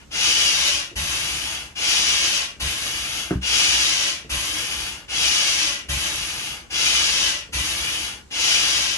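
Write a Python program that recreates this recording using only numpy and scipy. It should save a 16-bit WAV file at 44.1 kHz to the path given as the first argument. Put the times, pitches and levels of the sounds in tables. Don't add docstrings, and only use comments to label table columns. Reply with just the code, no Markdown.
import sys
import numpy as np
from scipy import signal
from scipy.fft import rfft, irfft, next_fast_len
from scipy.io import wavfile
from scipy.ndimage import uniform_filter1d

SR = 44100
rng = np.random.default_rng(int(sys.argv[2]) if len(sys.argv) > 2 else 0)


def store_pcm(level_fs):
    pcm = np.round(np.clip(level_fs, -1, 1) * 32767).astype(np.int16)
    wavfile.write(sys.argv[1], SR, np.atleast_2d(pcm).T)


N = 395577
TIME = np.arange(N) / SR
PADDED = next_fast_len(N + SR)
HZ = np.maximum(np.arange(PADDED // 2 + 1) * SR / PADDED, 1)


# start in seconds, length in seconds, strength of the air jet in dB before shaping and mixing,
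# time to full speed in seconds, loss as the arm tires in dB per second.
PULL_STROKES = [(0.109, .83, -20.7, .18, 4), (1.753, .825, -20.9, .185, 6), (3.415, .86, -18.6, .21, 9.5),
                (5.083, .8, -18.8, .28, 9.7), (6.7, .8, -19.6, .22, 9.2), (8.307, .83, -18.7, .26, 11.5)]
PUSH_STROKES = [(-.76, .79, -28, .02, 6), (0.959, .77, -25.9, .17, 10.5), (2.6, .785, -28.6, .01, 4.3),
                (4.296, .76, -27.8, .01, 7.3), (5.888, .78, -27.3, .01, 10),
                (7.527, .695, -27.4, .015, 4.8)]
VALVE_S = .01


def flow(strokes, opening_db, brake_s, brake_db):
    strength = np.zeros(N)
    opening = from_db(opening_db)
    for start, length, db, attack_s, tiring_db_per_s in strokes:
        age = np.maximum(TIME - start, 0)
        inside = np.minimum(TIME - start, start + length - TIME)
        valve = np.clip(inside / VALVE_S + .5, 0, 1)
        gathering = np.sin(np.pi / 2 * np.minimum(age / attack_s, 1))
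        speed = opening + (1 - opening) * gathering
        braking = np.clip(1 + (age - length) / brake_s, 0, 1) ** 2
        level_db = db - tiring_db_per_s * age - brake_db * braking
        strength += valve * speed * from_db(level_db)
    return strength


def piston_height(pull_ease, push_ease):
    def travel(strokes, ease):
        done = np.zeros(N)
        for start, length, *_ in strokes:
            progress = np.clip((TIME - start) / length, 0, 1)
            done += 1 - (1 - progress) ** ease
        return done

    return 1 + travel(PULL_STROKES, pull_ease) - travel(PUSH_STROKES, push_ease)


def barrel(x, height, bottom_hz, top_hz, echo):
    bottom_trip, top_trip = SR / bottom_hz, SR / top_hz
    trip = bottom_trip + (top_trip - bottom_trip) * height
    at = np.arange(N)
    band = butter(x, [1400, 5200], "band", order=1)
    out = x
    for bounce in (1, 2):
        out = out + echo ** bounce * np.interp(at - bounce * trip, at, band)
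    return out


# frequency in Hz, width in Hz, lift in dB (overlapping lifts add up).
PIPE_RESONANCES = [(64, 24, 15), (130, 24, 5), (185, 18, 3), (320, 60, 5), (590, 80, 4.5), (829, 70, 7),
                   (1119, 90, 5.5), (1428, 40, 4.5), (1570, 130, 4.5), (1970, 80, 6), (2405, 70, 5.5),
                   (2635, 55, 3.5), (2810, 130, 3.5), (3020, 120, 6), (3360, 130, 6.5), (3773, 130, 7),
                   (4160, 140, 5.5), (4556, 160, 7), (4925, 160, 5.5), (5250, 120, 5), (5600, 180, 6),
                   (5900, 200, 3), (6222, 76, 3.5), (6480, 130, 3.5), (6784, 128, 3), (7437, 190, 7.5),
                   (7832, 190, 6.5), (8213, 156, 5.5), (9085, 190, 7.5), (9880, 200, 7)]


def turbulence(height):
    noise = butter(rng.standard_normal(N), 43, "high")
    jet = barrel(noise, height, bottom_hz=711, top_hz=474, echo=.2)
    pipe_db = sum(db / (1 + (2 * (HZ - hz) / width) ** 2) for hz, width, db in PIPE_RESONANCES)
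    return coloured(jet, from_db(pipe_db))


# frequency in Hz, relative strength per Hz in dB.
PULL_HISS_COLOUR = [(150, -18.5), (450, -17), (1000, -14.5), (1800, -8.5), (2800, 1.5), (3900, -5),
                    (5600, -3.5), (6600, -3), (7400, -15.5), (8600, -17), (10000, -14.5), (11300, -7.5),
                    (11900, -53), (14000, -19)]
PUSH_HISS_COLOUR = [(150, -9.5), (450, -13.5), (1000, -10.5), (1800, -5.5), (2800, 2), (3900, -5.5),
                    (5600, -6.5), (6600, -3), (7400, -16.5), (8600, -13), (10000, -12.5), (11300, -3),
                    (11800, -30.5), (13000, -17), (13600, -73)]


def hiss(jet, strength, colour, full_db, low_power, high_power, split_hz, gusty_db):
    air = rms_one(coloured(jet, from_db(at_hz(colour))))
    low = coloured(air, 1 / (1 + (HZ / split_hz) ** 4))
    high = air - low
    effort = strength / from_db(full_db)
    gusts = from_db(gusty_db * drift(45))
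    return from_db(full_db) * gusts * (low * effort ** low_power + high * effort ** high_power)


# start in seconds, length in seconds, average beats per second in Hz, level in dB before the swell.
FLAP_FLUTTERS = [(0.955, .09, 66, -29.5), (2.617, 0.064, 64.5, -28), (4.312, 0.077, 64, -31),
                 (5.885, 0.1, 67.6, -28.5), (7.544, .08, 64, -29.5)]


def flutter(overtone_db, rattle_db):
    out = np.zeros(N)
    wobble = 1 + 0.12 * drift(47)
    rattle = from_db(rattle_db) * rms_one(butter(rng.standard_normal(N), [30, 190], "band"))
    for start, length, hz, db in FLAP_FLUTTERS:
        swell = np.interp((TIME - start) / length, [0, .12, .6, .88, 1.05], [0, 0.84, 0.69, 0.98, 0.0086])
        phase = 2 * np.pi * hz * np.cumsum(wobble * (TIME > start)) / SR
        beat = np.sqrt(2) * np.sin(phase)
        overtone = from_db(overtone_db) * np.sin(2 * phase)
        out += from_db(db) * swell * (beat + overtone + rattle)
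    return out


# time in seconds, force in dB before filtering, contact corner in Hz (lower means softer).
BOTTOM_KNOCKS = [(3.306, -13, 800), (3.324, -23, 450), (3.351, 1, 70), (3.361, -4, 60)]
# frequency in Hz, relative level in dB, time to fade by 60 dB in seconds.
BODY_MODES = [(64, -18.5, .35), (131.5, -9, 0.16), (184.7, -6.5, 0.24), (258, -11, 0.19), (275, -5, 0.091),
              (312, 0, 0.1), (380, -4, 0.064), (440, -12, 0.087), (473, -12, .07), (576, -17, 0.06),
              (950, -15, .04), (1440, -5, .05)]


def knocks(clatter_db, clatter_s):
    force = np.zeros(N)
    for start, db, corner_hz in BOTTOM_KNOCKS:
        click = from_db(db) * (np.arange(N) == round(start * SR))
        force += butter(click, corner_hz, "low")
    body = np.zeros(N)
    for k, (hz, db, t60) in enumerate(BODY_MODES):
        body += from_db(db) * (-1) ** k * ring(force, hz, t60)
    first_s = BOTTOM_KNOCKS[0][0]
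    return body + from_db(clatter_db) * burst(first_s, clatter_s, band_hz=[450, 1700])


# start in seconds, starting level in dB before the room.
TURN_BUMPS = [(0.911, -42), (2.555, -50), (4.245, -44.5), (5.845, -49), (7.486, -48)]


def bumps(decay_s):
    return sum(from_db(db) * burst(start, decay_s, band_hz=[110, 480]) for start, db in TURN_BUMPS)


def burst(start, decay_s, band_hz):
    fading = (TIME > start) * np.exp(-np.abs(TIME - start) / decay_s)
    white = rng.standard_normal(N) * fading
    make_up = np.sqrt(SR / 2 / (band_hz[1] - band_hz[0]))
    return butter(white, band_hz, "band", order=3) * make_up


def ring(x, hz, t60):
    r = from_db(-60 / (t60 * SR))
    w = 2 * np.pi * hz / SR
    return signal.lfilter([0, np.sin(w)], [1, -2 * r * np.cos(w), r * r], x)


ROOM_T60_S = .17


def reflections(x):
    fading = from_db(-60 * TIME / ROOM_T60_S) * (TIME > .002)
    echoes = rfft(rng.standard_normal((2, N)) * fading, PADDED)
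    power = uniform_filter1d(np.abs(echoes) ** 2, size=round(400 * PADDED / SR))
    return rfft(x, PADDED) * echoes / np.sqrt(power)


# frequency in Hz, correlation (0 is unrelated, 1 is the same).
MIC_LIKENESS = [(60, 0.85), (250, 0.66), (600, 0.1), (1200, 0.017), (6500, .05), (8000, 0.94), (9200, 0.34)]


def pair(mid, side):
    alike = at_hz(MIC_LIKENESS)
    shared = np.sqrt(1 + alike) * mid
    opposed = np.sqrt(1 - alike) * side * [[1], [-1]]
    return (shared + opposed) / np.sqrt(2)


# frequency in Hz, left minus right in dB.
SIDE_BALANCE = [(100, 1), (450, -1), (800, 5), (1400, 1.5), (2100, -2), (3000, 3.5), (4200, 2), (5800, 7.5),
                (7000, 2), (8600, 0)]
TARPAULIN_HZ, MIC_LAG_S = 377, .00014


def room(x, height, wet_db):
    turn = height * np.pi / 2
    mid, side = reflections(x * np.cos(turn)) + reflections(x * np.sin(turn))
    echoes = pair(mid, side)
    wet = from_db(wet_db) * HZ ** 2 / (HZ ** 2 + TARPAULIN_HZ ** 2)
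    direct = rfft(x, PADDED)
    lag = np.exp(-2j * np.pi * np.minimum(HZ * MIC_LAG_S, 1))
    both = (np.array([direct, direct * lag]) + wet * echoes) / np.sqrt(1 + wet ** 2)
    sides = from_db(at_hz(SIDE_BALANCE) * [[.5], [-.5]])
    return irfft(both * sides, PADDED)[:, :N]


# frequency in Hz, relative strength per Hz in dB.
BACKGROUND_COLOUR = [(20, -16), (42, -7), (64, 5), (95, -9.5), (130, -6.5), (220, -10), (330, -12),
                     (500, -18.5), (1200, -22), (2600, -26), (7000, -26.5), (12000, -42)]


def ambience(level_db):
    noise = pair(*rfft(rng.standard_normal((2, N)), PADDED))
    shaped = irfft(noise * from_db(at_hz(BACKGROUND_COLOUR)), PADDED)[:, :N]
    return from_db(level_db) * rms_one(shaped)


def from_db(db):
    return 10 ** (np.asarray(db) / 20)


def rms_one(x):
    return x / np.sqrt(np.mean(x ** 2) + 1e-20)


def at_hz(points):
    hz, value = np.transpose(points)
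    return np.interp(np.log(HZ), np.log(hz), value)


def coloured(x, gain):
    return irfft(rfft(x, PADDED) * gain, PADDED)[..., :N]


def butter(x, hz, kind, order=2):
    return signal.sosfilt(signal.butter(order, hz, kind, fs=SR, output="sos"), x)


def drift(rate):
    knots = rng.standard_normal(size=4000)
    return rms_one(np.interp(TIME * rate, np.arange(len(knots)), knots))


def scene():
    height = piston_height(pull_ease=1.3, push_ease=1.37)
    jet = turbulence(height)
    pull_flow = flow(PULL_STROKES, opening_db=-23, brake_s=.235, brake_db=38)
    push_flow = flow(PUSH_STROKES, opening_db=-4, brake_s=.215, brake_db=26)
    pull = hiss(jet, pull_flow, PULL_HISS_COLOUR, full_db=-18.5, low_power=0.67, high_power=1.096,
                split_hz=2400, gusty_db=0.72)
    push = hiss(jet, push_flow, PUSH_HISS_COLOUR, full_db=-28, low_power=0.54, high_power=1.12,
                split_hz=1820, gusty_db=0.7)
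    air = from_db(4.5) * (pull + push)
    thuds = bumps(decay_s=0.037) + knocks(clatter_db=-27, clatter_s=0.025)
    flap = flutter(overtone_db=-7.5, rattle_db=-12.5)
    pump = room(air, height, wet_db=3.5) + room(thuds, height, wet_db=-4) + flap
    return pump + ambience(level_db=-49)


def record(dry):
    return signal.sosfilt(signal.ellip(10, .2, 80, 13200, fs=SR, output="sos"), dry)


dry = scene()
out = record(dry)
store_pcm(out)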